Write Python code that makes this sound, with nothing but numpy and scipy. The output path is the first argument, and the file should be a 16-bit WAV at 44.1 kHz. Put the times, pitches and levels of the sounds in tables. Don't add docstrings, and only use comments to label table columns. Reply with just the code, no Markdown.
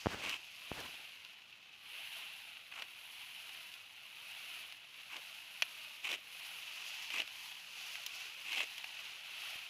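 import sys
import numpy as np
from scipy import signal
from scipy.io import wavfile

SR = 44100
rng = np.random.default_rng(int(sys.argv[2]) if len(sys.argv) > 2 else 0)


def digitize_waveform(pressure):
    field = np.atleast_2d(pressure).T
    bounded = np.clip(field, -1, 1)
    quanta = np.round(bounded * 32767).astype(np.int16)
    wavfile.write(sys.argv[1], SR, quanta)


N = 427329
TIME = np.arange(N) / SR


def amp(db):
    return 10 ** (np.asarray(db) / 20)


def evened(x):
    return x / np.sqrt(np.mean(x ** 2) + 1e-20)


def add(mix, s, sound):
    part = mix[max(round(s * SR), 0):][:len(sound)]
    part += sound[:len(part)]


def colour(x, points, size=4096):
    hz, db = np.transpose(points)
    bin_hz = abs(np.fft.fftfreq(size, 1 / SR))
    log_gain = np.log(amp(np.interp(np.log(bin_hz + 1), np.log(hz), db)))
    minimum_phase = np.exp(np.conj(signal.hilbert(log_gain)))
    taps = np.fft.ifft(minimum_phase).real[:size // 2]
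    return signal.oaconvolve(x, taps)[:len(x)]


def wander(seconds):
    knots = rng.standard_normal(N // 20)
    return evened(np.interp(TIME / seconds, np.arange(len(knots)), knots))


def swell(s, rise_s, fall_s, roundness):
    away = np.maximum((s - TIME) / rise_s, (TIME - s) / fall_s)
    return np.exp(-away ** roundness)


def air(level_db=-72.5):
    # (frequency [Hz], gain [dB])
    hush = [(20, -26), (45, -16), (100, 1), (200, -1.5), (420, -6), (1000, -8.5), (3000, -3), (8000, -34.5),
            (15000, -54)]
    return amp(level_db) * evened(colour(rng.standard_normal(N), hush))


def movements(rest_db=(-59.5, -72, -78.5)):
    # (briskest moment [s], half-length [s],
    # leaf gain [dB], stem gain over leaf gain [dB], head gain over leaf gain [dB])
    arm_moves = [(0.023, 0.32, -54, -4, -15), (0.827, 0.22, -51, -10, -12), (1.204, .11, -60.5, -25, -30),
                 (1.99, 0.083, -50, -23, -12.5), (2.173, .12, -49, -14, -11.5),
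                 (2.433, 0.15, -54.5, -14, -13), (3.168, 0.32, -54.5, -12, -10),
                 (3.554, .2, -53.5, -9.5, -11), (4.322, 0.2, -52.5, -12, -11),
                 (4.562, 0.12, -50.7, -11.5, -12), (4.986, .06, -56.5, -12, -13),
                 (5.3, .19, -53.5, -8, -10.5), (5.614, 0.1, -56, -11, -8.5),
                 (5.842, 0.16, -51.5, -9.5, -12), (6.483, 0.16, -50, -10, -10), (6.93, .24, -48, -6.5, -14),
                 (7.452, .1, -50, -7, -10.5), (7.888, .17, -49, -5, -12),
                 (8.207, 0.099, -48.5, -7.5, -15.5), (8.42, 0.097, -52, -10, -13),
                 (8.758, .17, -50.5, -9, -13.5), (9.055, .14, -51, -7.5, -15),
                 (9.475, .16, -46.5, -10.5, -14)]
    power = amp(rest_db)[:, None] ** 2 * np.ones(N)
    for s, half_s, leaf_db, stem_db, head_db in arm_moves:
        stir = swell(s, half_s, 0.99 * half_s, roundness=1.5)
        power += amp(leaf_db + np.array([0, stem_db, head_db]))[:, None] ** 2 * stir
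    return np.sqrt(power)


def grains(per_s, spread_db, ring_s, clump_db, clump_s, count=24):
    size = amp(spread_db * np.minimum(rng.exponential(1, N), 4) + clump_db * wander(clump_s))
    clicks = size * rng.choice([-1, 1], N) * (rng.random(N) < per_s / SR) / np.sqrt(per_s)
    straw, t = rng.integers(0, count, N), TIME[:512]
    rings = rng.standard_normal((count, len(t))) * np.exp(-t / ring_s)
    ringing = (signal.oaconvolve(clicks * (straw == k), evened(rings[k]))[:N] for k in range(count))
    return evened(sum(ringing))


def ground(x, delay_s, sway, sway_s, echo_db):
    late_s = delay_s * np.exp(sway * np.tanh(wander(sway_s)))
    bounce = colour(x, [(1000, -4.0), (2000, -19), (5000, -19)])
    return x + amp(echo_db) * np.interp(TIME - late_s, TIME, bounce)


def gathering():
    # (frequency [Hz], gain [dB])
    leaf_colour = [(150, -36), (450, -26), (700, -17), (1300, -12), (1750, -11), (2200, -5), (2600, 2),
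                   (2950, 0), (3700, -8), (4700, -14), (6300, -22), (9000, -47.5)]
    stem_colour = [(3000, -32), (4500, 2.5), (5500, -1), (6500, -3.5), (7400, -11.5), (9500, -26),
                   (14000, -38.5)]
    head_colour = [(4000, -37.5), (8400, -14.5), (10000, -5), (11400, -4), (13000, -10.5), (15500, -15)]
    leaf_gain, stem_gain, head_gain = movements()
    busy = evened(leaf_gain)
    crackle = grains(5000 * busy, spread_db=0, ring_s=0.00079, clump_db=0.37, clump_s=0.014, count=40)
    fizz = grains(9000 * busy, spread_db=-0.5, ring_s=0.00041, clump_db=1.36, clump_s=0.014)
    fine = fizz + 0.5 * crackle
    leaves = ground(colour(crackle, leaf_colour), delay_s=0.001696, sway=0.65, sway_s=0.14, echo_db=0)
    return (amp(0.94) * leaf_gain * evened(leaves)
            + amp(-0.5) * stem_gain * evened(colour(fine, stem_colour))
            + amp(1.1) * head_gain * evened(colour(fine, head_colour)))


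def handling(grip_db=3.0, grip_s=0.011):
    # (firmest moment [s], rise [s], fall [s], level [dB])
    slides = [(0.139, 0.031, 0.031, -40.5), (.255, .04, .05, -48), (.77, 0.032, 0.074, -46.5)]
    # (time [s], peak [dB], corner frequency, lower is softer [Hz])
    bumps = [(0.0598, -18.5, 1210), (0.0689, -15.5, 674), (0.1463, -28.5, 1500), (0.7166, -25, 850),
             (9.557, -54, 300)]
    # (frequency [Hz], gain [dB])
    housing = [(20, -16), (65, 5.5), (160, 6), (400, 5), (700, 6), (1500, 4.5), (2500, 2.5), (5000, -6.5),
               (12000, -21)]
    rub = rng.standard_normal(N) * amp(grip_db * wander(grip_s))
    pressure = sum(amp(db) * swell(s, rise, fall, roundness=0.89) for s, rise, fall, db in slides)
    out = pressure * evened(colour(rub, housing))
    for s, peak_db, corner_hz in bumps:
        age = 2 * np.pi * corner_hz * TIME[:3000]
        push = colour(age * np.exp(-age), housing)
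        add(out, s, amp(peak_db) * push / abs(push).max())
    return out


def pull(start, length, swell_db, ease_db, release_s, bite_s=0.02, peak_share=0.69):
    t = TIME - start
    force_db = np.interp(t / length, [0, peak_share, 1], [-swell_db, 0, -ease_db])
    return np.clip(t / bite_s, 0, 1) * amp(force_db) * np.exp(-np.maximum(t - length, 0) / release_s)


def resonate(x, hz, width_hz):
    turn = np.exp(2j * np.pi * np.cumsum(hz) / SR)
    pole = np.exp(-np.pi * width_hz / SR)
    return 2 * (turn * signal.lfilter([1 - pole], [1, -pole], x / turn)).real


def sickle(hollow_start_hz=1360, width_hz=760, linger_s=0.015):
    # (start [s], length [s], rasp gain [dB], crunch gain [dB], final pitch [Hz])
    pulls = [(0.178, 0.176, -39, -53, 960), (2.702, 0.13, -47, -54, 716), (5.086, 0.091, -46.5, -54.5, 690),
             (6.023, 0.13, -37, -51, 437), (7.095, 0.12, -37.5, -50.5, 490), (8.446, 0.19, -35.5, -53, 630)]
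    # (frequency [Hz], gain [dB])
    teeth_colour = [(100, -34), (340, -16), (480, -25), (1500, -27), (2050, -1), (2680, 6.5), (3400, -5),
                    (4400, -14.5), (6100, -15.5), (8200, -21.5), (12300, -23.5), (15500, -30)]
    straw_colour = [(150, -17), (430, -36.5), (680, 10), (1000, 17), (1500, 17), (2500, -1), (5000, -59)]
    tearing = grains(per_s=2600, spread_db=3.0, ring_s=0.0025, clump_db=2.5, clump_s=0.004)
    tearing = ground(tearing, delay_s=0.00278, sway=0.27, sway_s=0.1, echo_db=-11.5)
    rasp_gain = sum(amp(db) * pull(s, length, swell_db=7.5, ease_db=2.5, release_s=0.013)
                    for s, length, db, _, _ in pulls)
    crunch_gain = sum(amp(db) * pull(s, length, swell_db=10.5, ease_db=2, release_s=linger_s)
                      for s, length, _, db, _ in pulls)
    ends = [end for s, length, *_ in pulls for end in (s, s + length + linger_s)]
    pitches = [hz for *_, low_hz in pulls for hz in (hollow_start_hz, low_hz)]
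    hollow_hz = np.exp(np.interp(TIME, ends, np.log(pitches)))
    hollow = resonate(resonate(tearing, hollow_hz, width_hz), hollow_hz, width_hz)
    hollow = colour(hollow, [(70, -22), (300, -3)])
    crunch = amp(-3) * evened(hollow) + amp(-5) * evened(colour(tearing, straw_colour))
    rasp = amp(-1.5) * evened(colour(tearing, teeth_colour))
    return rasp_gain * rasp + crunch_gain * crunch


def snap(brightness, ground_s=0.0025, ground_db=-7, straw_s=0.008, straw_db=-34,
         split_db=-17, split_s=0.002):
    # (frequency [Hz], gain [dB])
    crack_colour = [(100, -75), (400, -38), (650, -13.5), (1300, -16), (1700, -9.5), (2750, 4),
                    (3400, -3.5), (4700, -9.5), (6300, -16.5), (8300, -29.5), (11500, -20.5), (15500, -28)]
    t = TIME[:3000]
    splitting, scatter = rng.standard_normal((2, len(t)))
    crack = amp(split_db) * splitting * np.exp(-t / split_s)
    crack += amp(straw_db) * scatter * np.exp(-t / straw_s)
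    crack[0] += 1
    at_mic = crack.copy()
    add(at_mic, ground_s * rng.uniform(0.713, 1.4), amp(ground_db) * crack)
    brittle_db = 0.8 * (brightness + 24)
    sound = colour(colour(at_mic, crack_colour), [(2800, 0), (5600, brittle_db)])
    return sound / np.linalg.norm(sound) * np.sqrt(0.004 * SR)


def snaps():
    # (time [s], level over 4 ms [dB], brightness [-24 is neutral])
    breaks = [(0.2946, -36, -24), (.342, -39, -36), (0.804, -47, -12), (1.249, -48.5, -24),
              (1.527, -50.5, -35), (2.57, -47, -35), (2.7234, -45, -50), (2.822, -39, -33),
              (3.493, -45, -30), (3.74, -47, -16), (4.724, -44.5, -22.5), (5.6224, -23.5, -33),
              (5.167, -42.5, -22), (6.117, -36, -20), (6.14, -38, -31), (7.104, -36.5, -30),
              (7.1828, -35, -25), (7.2014, -34, -32), (7.219, -36.5, -30), (7.277, -44, -21),
              (7.955, -40, -34), (8.064, -36, -10), (8.5302, -35.5, -24), (8.56, -45, -26),
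              (8.579, -36, -37), (8.6052, -30, -38), (8.6257, -40, -40), (8.781, -42, -17),
              (8.843, -38, -33), (8.991, -46.5, -26)]
    out = np.zeros(N)
    for s, level_db, brightness in breaks:
        add(out, s, amp(level_db) * snap(brightness))
    return out


def ticks(count=45, over_leaf_db=-3, spread_db=4):
    out, leaf_gain = np.zeros(N), movements()[0]
    for when, strength, thinness in rng.random((count, 3)):
        size = leaf_gain[int(when * N)] * amp(over_leaf_db + spread_db * (2 * strength - 1))
        add(out, when * N / SR, size * snap(brightness=-21 + 6 * (2 * thinness - 1)))
    return out


def scene():
    return (gathering() + sickle() + snaps() + handling() + air() + ticks())[None]


def record(dry):
    lowpass = signal.firwin(511, cutoff=15600, window=("kaiser", 9), fs=SR)
    return signal.oaconvolve(dry, lowpass[None], "same")


dry = scene()
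out = record(dry)
digitize_waveform(out)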